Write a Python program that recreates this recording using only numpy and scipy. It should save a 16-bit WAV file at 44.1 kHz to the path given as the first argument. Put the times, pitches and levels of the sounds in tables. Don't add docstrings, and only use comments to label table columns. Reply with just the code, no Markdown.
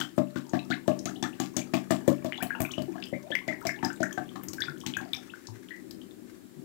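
import sys
import numpy as np
from scipy import signal
from scipy.fft import rfft, irfft
from scipy.io import wavfile
from scipy.ndimage import uniform_filter1d

SR = 44100
rng = np.random.default_rng(int(sys.argv[2]) if len(sys.argv) > 2 else 0)


def file_out(sig):
    cols = np.atleast_2d(sig).T
    lim = np.clip(cols, -1, 1)
    pcm = np.round(lim * 32767).astype(np.int16)
    wavfile.write(sys.argv[1], SR, pcm)


N = 292824
TIME = np.arange(N) / SR
EVENT_TIME = TIME[:SR // 8]
ROOM_TIME = TIME[:SR // 2]


def amp(db):
    return 10 ** (np.asarray(db) / 20)


def unit(x):
    return x / np.sqrt(np.mean(x ** 2))


def curve(points, s):
    return np.interp(s, *np.transpose(points))


def add(track, s, sound):
    i = int(np.clip(s * SR, 0, N - 1))
    track[i:i + len(sound)] += sound[:N - i]


def noise(points, size):
    hz, db = np.transpose(points)
    bin_hz = np.maximum(np.arange(size // 2 + 1) * SR / size, 1)
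    colour = amp(np.interp(np.log(bin_hz), np.log(hz), db))
    return unit(irfft(rfft(rng.standard_normal(size)) * colour, size))


def resonance(x, hz, width_hz):
    hz = min(hz, SR * .45)
    b, a = signal.iirpeak(hz, hz / min(width_hz, SR / 4), fs=SR)
    return signal.lfilter(b, a, x)


def walk(rate_hz):
    knots = np.arange(0, TIME[-1] + 1, 1 / rate_hz)
    return np.interp(TIME, knots, rng.standard_normal(len(knots)))


def fade(attack_ms, decay_ms):
    ms = EVENT_TIME * 1000
    return (1 - np.exp(-ms / attack_ms)) * np.exp(-ms / decay_ms)


def sweep(pitch_hz):
    return np.sin(2 * np.pi * np.cumsum(pitch_hz) / SR)


def wobble():
    once = uniform_filter1d(rng.standard_normal(len(EVENT_TIME)), size=48)
    return unit(uniform_filter1d(once, size=48))


def bubble(hz, decay_ms, rise_octaves, quiver_octaves):
    age = np.minimum(EVENT_TIME / .02, 1.4)
    pitch_hz = hz * 2 ** (rise_octaves * age ** 2 + quiver_octaves * wobble())
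    cycle_ms = 1000 / hz
    return fade(cycle_ms, decay_ms) * sweep(pitch_hz)


def thump(hz, attack_ms, decay_ms):
    return fade(attack_ms, decay_ms) * np.sin(2 * np.pi * hz * EVENT_TIME)


def grit(points, spread_db, envelope):
    size = len(EVENT_TIME)
    steps = np.repeat(amp(spread_db * rng.standard_normal(size)), 40)
    grains = uniform_filter1d(steps, size=20)[:size]
    burst = noise(points, size) * grains * envelope
    return burst * np.linalg.norm(envelope) / np.linalg.norm(burst)


# (frequency [Hz], relative level [dB])
HUM_COLOUR = [(30, -9), (60, -20.5), (110, -8.5), (165, -11.5), (190, 3.5), (212, -8), (248, 4.5),
              (270, -3), (315, 2.5), (385, -2), (430, -14), (600, -20), (1500, -41.5)]
# (time [s], level [dB])
HUM_SWELL = [(0, -56.5), (1.1, -47.5), (2.9, -50.5), (4.9, -49.5), (5.35, -55.5), (6.2, -48.5),
             (6.52, -56.5), (6.64, -48.5)]
# (frequency [Hz], relative level [dB])
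HISS_COLOUR = [(30, -37), (100, -6.5), (300, -4), (700, -13.5), (1100, -11.5), (2000, -16), (4000, -16.5),
               (7000, -21), (8500, -18.5), (15500, -19.5)]


def background():
    waver_db = 2 * walk(rate_hz=7)
    swell = amp(curve(HUM_SWELL, TIME) + waver_db)
    hum = np.array([amp(db) * swell * noise(HUM_COLOUR, N) for db in (7.5, -13)])
    hiss = np.array([amp(db) * noise(HISS_COLOUR, N) for db in (-61, -62)])
    whistle = unit(resonance(rng.standard_normal(N), hz=7350, width_hz=450))
    hiss[0] += amp(-69) * whistle
    return hum + hiss


# (time [s], relative level [dB])
WASH_STRENGTH = [(0, -3.5), (2.2, -0.5), (2.8, -3.5), (4.9, -6), (5.3, 3), (6.1, -4), (6.64, -4)]
# (frequency [Hz], relative level [dB])
WASH_COLOUR = [(300, -5.5), (700, -11.5), (1100, 3), (1700, 10), (3000, -3.5), (6000, -0.5), (12000, -11)]


def froth_wash():
    flutter_db = 3.5 * walk(rate_hz=25) + 4 * walk(rate_hz=170)
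    return amp(curve(WASH_STRENGTH, TIME) - 64.0 + flutter_db) * noise(WASH_COLOUR, N)


# (time [s], relative thump level [dB], big bubble pitch [Hz], its relative level [dB],
# relative beaker gurgle level [dB])
GULPS = [(0.001, -24, 924, -32.5, -24), (0.179, -12.5, 599, -11, -15.5), (0.358, -21, 534, -31.5, -24),
         (0.534, -15, 688, -17, -16), (0.702, -19.5, 741, -27.5, -27), (0.879, -15, 607, -9, -14.5),
         (1.057, -23.5, 670, -27.5, -30), (1.226, -20.5, 844, -24.5, -16), (1.3995, -19, 741, -28.5, -16),
         (1.566, -19.5, 617, -25.5, -28.5), (1.736, -15, 656, -17, -13.5), (1.9061, -15, 659, -13, -11.5),
         (2.078, -9.5, 543, -5.5, -19), (2.246, -23, 603, -18.5, -27), (2.424, -24, 708, -23, -25),
         (2.602, -25, 673, -19.5, -18), (2.779, -20.5, 613, -19.5, -26.5), (2.955, -32, 690, -30, -34),
         (3.127, -22.5, 544, -18.5, -57), (3.303, -31, 546, -22.5, -38), (3.479, -25, 631, -20.5, -50),
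         (3.652, -29, 666, -18.5, -20), (3.83, -19.5, 906, -17, -18.5), (3.847, -23.5, 760, -24, -46),
         (4.004, -20.5, 648, -17, -46), (4.176, -25.5, 731, -19.5, -18.5), (4.357, -32, 860, -65, -21.5),
         (4.864, -25.5, 877, -33.5, -42), (5.012, -30, 766, -32, -49)]
# (frequency [Hz], relative level [dB], decay time [ms])
BEAKER_AIR = [(800, -5.5, 9.3), (1071, -8.5, 17), (1171, -7.5, 24), (1256, -6, 4.8), (1717, 3, 2.3)]
# (frequency [Hz], relative level [dB])
SPLASH_COLOUR = [(200, -38), (700, -8), (1600, 7.5), (2800, 10.5), (4500, 8.5), (7500, 3.5), (10000, -10),
                 (16000, -2.5)]
# (time [s], relative level [dB])
SPLASH_STRENGTH = [(0, -39.5), (.2, -49.5), (1.9, -37), (2.45, -55.5), (2.78, -55), (3.1, -69), (3.5, -45),
                   (4.35, -53.5), (4.86, -39.5), (5.02, -56)]
SLAP_MS, SPATTER_MS, SPATTER_DB = 1.9, 19.8, -3


def glugs():
    out = np.zeros(N)
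    body = signal.butter(2, [80, 480], "band", fs=SR, output="sos")
    for s, thump_db, hz, ring_db, gurgle_db in GULPS:
        thump_hz = 230 * (hz / 640) ** 0.04
        pulse = signal.sosfilt(body, thump(thump_hz, attack_ms=3.1, decay_ms=2.77))
        add(out, s, amp(thump_db + 4.0) * pulse)
        ring = bubble(hz, decay_ms=6.43, rise_octaves=0.033, quiver_octaves=0.082)
        add(out, s, amp(ring_db - 3.0) * ring)
        for mode_hz, db, decay_ms in BEAKER_AIR:
            strength_db = gurgle_db + db - 12.0 + 2 * rng.standard_normal()
            mode = bubble(mode_hz, decay_ms, rise_octaves=0, quiver_octaves=0.063)
            add(out, s, amp(strength_db) * mode)
        splash_db = curve(SPLASH_STRENGTH, s) + 9.5
        slap = grit(SPLASH_COLOUR, spread_db=3, envelope=fade(0.22, SLAP_MS))
        spatter = grit(SPLASH_COLOUR, spread_db=7.5, envelope=fade(0.59, SPATTER_MS))
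        add(out, s, amp(splash_db) * (slap + amp(SPATTER_DB) * spatter))
    return out


def fizz(count_per_gulp=18):
    out = np.zeros(N)
    for gulp_s, *_ in GULPS:
        for late, size, loud, climb in rng.random((count_per_gulp, 4)):
            s = gulp_s + .18 * late ** 1.8
            hz = 720 * 7 ** size
            db = curve(WASH_STRENGTH, s) - 46 + 12 * loud ** 2 - 7 * late
            pop = bubble(hz, decay_ms=5500 / hz, rise_octaves=0.56 * climb, quiver_octaves=0.024)
            add(out, s, amp(db) * pop)
    return out


# (frequency [Hz], relative level [dB])
SPRAY_COLOUR = [(150, 7), (700, -5.5), (2000, 0), (5000, -13), (8000, -0.5), (10000, -11), (12500, 0.5),
                (15500, -3)]
SNAP_WIDTH_HZ = 2030
CRACK_MS, DROPLETS_MS, DROPLETS_DB = 1.55, 6.8, -6.5


def tick(hz, snap_db, spray_db):
    size = len(EVENT_TIME)
    narrowed = resonance(rng.standard_normal(size), hz, SNAP_WIDTH_HZ)
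    snap = unit(resonance(narrowed, hz, SNAP_WIDTH_HZ)) * fade(attack_ms=0.078, decay_ms=3.26)
    crack = noise(SPRAY_COLOUR, size) * fade(attack_ms=0.45, decay_ms=CRACK_MS)
    droplets = grit(SPRAY_COLOUR, spread_db=11.0, envelope=fade(0.99, DROPLETS_MS))
    spray = crack + amp(DROPLETS_DB) * droplets
    return amp(snap_db) * snap + amp(spray_db + 8) * spray


# (time [s], snap pitch [Hz], snap level [dB], relative spray level [dB])
SNAPS = [(0.0034, 6460, -33, -37.5), (0.177, 7500, -62, -44), (0.4942, 6450, -38, -72),
         (0.8782, 6400, -37.5, -41), (0.9908, 5700, -28.5, -63), (1.0559, 6500, -25, -46),
         (1.2264, 5800, -25, -57), (1.4, 6500, -24.5, -37.5), (1.5664, 6480, -19, -35),
         (1.7399, 4700, -33, -37.5), (1.9082, 7600, -24.5, -34.5), (2.0777, 7000, -28.5, -33.5),
         (2.2453, 5900, -39, -42.5), (2.4256, 11100, -30, -27), (2.604, 13800, -26, -25),
         (2.717, 6200, -29.5, -48), (2.82, 4670, -39.5, -44), (3.0556, 5030, -46, -45.5),
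         (3.3518, 5140, -34.5, -42.5), (3.6089, 9100, -63, -46), (3.6688, 5340, -19.5, -34.5),
         (3.8487, 5100, -30, -40.5), (3.93, 7200, -39, -52), (4.0298, 6140, -27.5, -45),
         (4.128, 6430, -36, -44), (4.435, 13600, -33, -41), (4.4847, 6330, -27.5, -41),
         (4.5326, 5160, -31, -36.5), (4.6045, 5170, -29, -44), (4.803, 5860, -37.5, -50),
         (4.8635, 6100, -27.5, -45), (4.9686, 6300, -34.5, -40), (5.132, 4840, -37, -37),
         (5.47, 5760, -33, -66), (5.9094, 4800, -34.5, -45.5)]
FROTH_HZ, FROTH_SNAP_DB, FROTH_SPRAY_DB = 6300, -49, -59
FROTH_RANGE_DB = 2.5


def ticks(faint_count=36):
    out = np.zeros(N)
    for s, hz, snap_db, spray_db in SNAPS:
        add(out, s, tick(hz, snap_db, spray_db))
    last_gulp_s = GULPS[-1][0]
    for k, (late, weak, size) in enumerate(rng.random((faint_count, 3))):
        s = last_gulp_s * (k + late) / faint_count
        snap = tick(FROTH_HZ * 2 ** (size - .5), FROTH_SNAP_DB, FROTH_SPRAY_DB)
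        add(out, s, amp(-FROTH_RANGE_DB * weak) * snap)
    return out


# (time [s], pitch [Hz], relative level [dB], decay time [ms])
TRAPPED_BUBBLES = [(0.013, 1500, -19.5, 3.4), (0.0117, 3054, -18.5, 4.8), (0.3627, 1475, -27, 5.3),
                   (0.5912, 2660, -30.5, 4.1), (0.593, 3760, -28, 2.1), (0.7099, 3650, -13, 0.45),
                   (0.7397, 3840, -27.5, 3.2), (0.9157, 2530, -27.5, 0.99), (1.2293, 3480, -23, 3),
                   (1.2395, 1798, -28, 9), (1.616, 2330, -31.5, 3.4), (1.7422, 2600, -14, 1.26),
                   (2.3232, 2130, -9.5, 0.67), (2.3436, 2950, -30, 4.3), (2.3782, 3320, -23, 1.2),
                   (2.5056, 1596, -17.5, 5.6), (2.55, 1440, -24, 3.2), (2.551, 2660, -34.5, 8.2),
                   (2.65, 2430, -23.5, 5), (2.65, 1490, -30.5, 3.8), (2.7368, 2870, -26.5, 4.9),
                   (2.7825, 2890, -28, 5.1), (2.883, 350, -28.5, 4.4), (2.981, 1676, -34, 4.2),
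                   (3.0253, 3330, -11.5, 0.25), (3.0685, 3060, -35, 4.5), (3.1355, 2095, -32, 14),
                   (3.316, 3235, -25, 8.6), (3.3224, 1683, -25.5, 11), (3.3524, 2205, -10, 3),
                   (3.4853, 2010, -22.5, 12.7), (3.5273, 1913, -21.5, 3.5), (3.6669, 2130, -28.5, 13),
                   (3.692, 1720, -21, 4.2), (3.6915, 2124, -18, 5), (3.7426, 1690, -33, 8.5),
                   (3.828, 1710, -12, 0.64), (3.847, 1700, -32.5, 14), (3.8477, 5040, -18, 1.6),
                   (3.9013, 1500, -26.5, 6.7), (4.03, 1522, -16.5, 6.4), (4.037, 1795, -21.5, 6.6),
                   (4.1085, 1656, -28.5, 4.1), (4.1255, 3230, -37.5, 4.7), (4.176, 1520, -27, 12.5),
                   (4.291, 3110, -37.5, 3), (4.583, 1563, -29, 9.6), (4.6207, 3390, -13, 1.86),
                   (4.6387, 1650, -15.5, 0.63), (4.6827, 1475, -22.5, 6.5), (4.8637, 3100, -19, 1.4),
                   (4.9378, 3270, -19, 1.4), (4.946, 2460, -37.5, 29), (4.9681, 1585, -17.5, 5.3),
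                   (5.058, 700, -34, 2.9), (5.1338, 3800, -11, 1.5), (5.14, 2276, -32, 8.3),
                   (5.172, 760, -40, 3.7), (5.337, 1480, -28.5, 4.3), (5.471, 4430, -30.5, 1.1),
                   (5.486, 930, -33, 2), (5.6868, 3020, -29, 0.7), (5.707, 1876, -34.5, 31.5),
                   (6.0157, 3160, -36.5, 1.9), (6.11, 3510, -42, 2.1)]
RISE_OCTAVES, RISE_DECAY_MS = 0.213, 4.88


def bubbles():
    out = np.zeros(N)
    for s, hz, db, decay_ms in TRAPPED_BUBBLES:
        rise_octaves = RISE_OCTAVES * RISE_DECAY_MS / decay_ms
        add(out, s, amp(db) * bubble(hz, decay_ms, rise_octaves, quiver_octaves=0.054))
        for late, smaller, climb in rng.random((3, 3)):
            satellite_hz = hz * 1.69 ** (smaller - .25)
            satellite = bubble(satellite_hz, 1.22, rise_octaves=0.33 * climb, quiver_octaves=0.082)
            add(out, s + .002 + 0.036 * late, amp(db - 10 - 10 * late) * satellite)
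    return out


# (time [s], level [dB])
BURBLE_STRENGTH = [(0, -47), (2.1, -46), (2.55, -29.5), (3.1, -49), (3.7, -29.5), (4.35, -41), (4.7, -33.5),
                   (5.05, -35.5), (5.35, -48)]
BURBLE_LOW_HZ, BURBLE_OCTAVES, BURBLE_RANGE_DB = 809.5, 2.3, 19.5
BURBLE_CYCLES = 7.7


def burble(count=220):
    out = np.zeros(N)
    end_s = BURBLE_STRENGTH[-1][0]
    for k, (late, size, weak, climb) in enumerate(rng.random((count, 4))):
        s = end_s * (k + late) / count
        hz = BURBLE_LOW_HZ * 2 ** (BURBLE_OCTAVES * size)
        db = curve(BURBLE_STRENGTH, s) - BURBLE_RANGE_DB * weak
        decay_ms = BURBLE_CYCLES * 1000 / hz
        add(out, s, amp(db) * bubble(hz, decay_ms, rise_octaves=0.63 * climb, quiver_octaves=.16))
    return out


# (time [s], first pitch [Hz], level [dB])
CLOSING_POCKETS = [(0.542, 1495, -36.5), (0.710, 1400, -23.5), (0.722, 1997, -30.5), (1.07, 1220, -36),
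                   (1.157, 2860, -41), (1.243, 1190, -33.5), (1.328, 2450, -45), (2.088, 980, -37.5),
                   (2.403, 1450, -33), (2.42, 2287, -31), (2.708, 2930, -34.5), (2.939, 1016, -48),
                   (3.233, 567, -48), (3.625, 920, -45), (3.771, 810, -50), (4.603, 1520, -28),
                   (5.296, 2540, -42)]
SWOOP_CYCLES, SWOOP_OCTAVES = 39, 0.77


def swoops():
    out = np.zeros(N)
    for s, hz, db in CLOSING_POCKETS:
        age = np.minimum(EVENT_TIME * hz / SWOOP_CYCLES, 1)
        pitch_hz = hz * 2 ** (SWOOP_OCTAVES * age ** 1.61 + 0.03 * wobble())
        swell = np.sin(np.pi * age ** 0.55)
        add(out, s, amp(db) * swell * sweep(pitch_hz))
    return out


# (time [s], frequency [Hz], level [dB])
LOW_BUMPS = [(4.675, 153, -38.5), (5.481, 112.5, -38.5), (6.558, 153, -46.5)]


def bumps():
    out = np.zeros(N)
    for s, hz, db in LOW_BUMPS:
        add(out, s, amp(db) * thump(hz, attack_ms=21, decay_ms=34))
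    return out


def ringing(modes):
    out = np.zeros(len(ROOM_TIME))
    for hz, db, t60_s in modes:
        damping = np.log(1000) / t60_s
        decay = np.exp(-damping * ROOM_TIME)
        out += amp(db) * 2 * damping / SR * decay * np.cos(2 * np.pi * hz * ROOM_TIME)
    return out


# (frequency [Hz], relative gain [dB])
BEAKER_CROSS_MODES = [(1518, -7), (1756, 1), (1928, -15), (2065, -9), (2147, -19), (2360, 4), (2950, 1),
                      (3450, 6)]
CROSS_T60_S = 0.073


def beaker_mouth(x):
    ring = ringing([(hz, db, CROSS_T60_S) for hz, db in BEAKER_CROSS_MODES])
    return x + amp(-5.5) * signal.fftconvolve(x, ring)[:N]


# (delay [s], level [dB])
NEAR_WALLS = [(.0200, -5), (0.0364, -0.5)]


def bass_echoes(x):
    bass = signal.sosfilt(signal.butter(1, 480, fs=SR, output="sos"), x)
    out = np.zeros(N)
    for delay_s, db in NEAR_WALLS:
        add(out, delay_s, amp(db) * bass)
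    return out


# (frequency [Hz], gain [dB], t60 [s])
STANDING_WAVES = [(100.8, 16.5, 0.13), (139.2, 22, 0.37), (180.2, 1.5, 0.24), (193.1, 18, 0.54),
                  (250.7, 21.5, 0.29), (283, 9, 0.21), (312.5, 9.5, 0.11), (323, -8, 0.18),
                  (335.5, 21.5, 0.3), (343, 15, 0.21), (594, 6.5, 0.59), (642, 5, 0.063), (757, -1, 0.15),
                  (866, 3, 0.39), (1213, -30.5, 0.66)]


def room_boom(x):
    return signal.fftconvolve(x, ringing(STANDING_WAVES))[:N]


# (frequency [Hz], relative level [dB])
REFLECTION_COLOUR = [(100, -5), (330, 22.5), (460, -15), (620, 12), (1200, -4), (2000, 2), (4000, -4),
                     (8000, 0.5), (16000, 0)]


def reflections(x, t60_s=0.22, wall_s=0.0476, wall_db=-2):
    onset = np.clip((ROOM_TIME - .002) / .004, 0, 1)
    decay = amp(-60 * ROOM_TIME / t60_s) * onset
    wall = 1 + amp(wall_db) * np.exp(-((ROOM_TIME - wall_s) / 0.0014) ** 2)
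    tail = noise(REFLECTION_COLOUR, len(ROOM_TIME)) * decay * wall
    return signal.fftconvolve(x, tail / np.linalg.norm(tail))[:N]


def scene():
    gulping = glugs() + fizz()
    small_air = amp(1.3) * bubbles() + burble() + swoops()
    pour = beaker_mouth(froth_wash() + gulping + ticks() + small_air) + bumps()
    near = pour + bass_echoes(pour) + room_boom(pour)
    left = near + amp(-3.0) * reflections(pour)
    right = amp(-41.5) * near + amp(-30.5) * reflections(pour)
    return np.array([left, right]) + background()


def record(dry):
    thin = signal.sosfilt(signal.butter(2, 60, "high", fs=SR, output="sos"), dry)
    return signal.sosfilt(signal.ellip(8, .2, 80, 15600, fs=SR, output="sos"), thin)


dry = scene()
out = record(dry)
file_out(out)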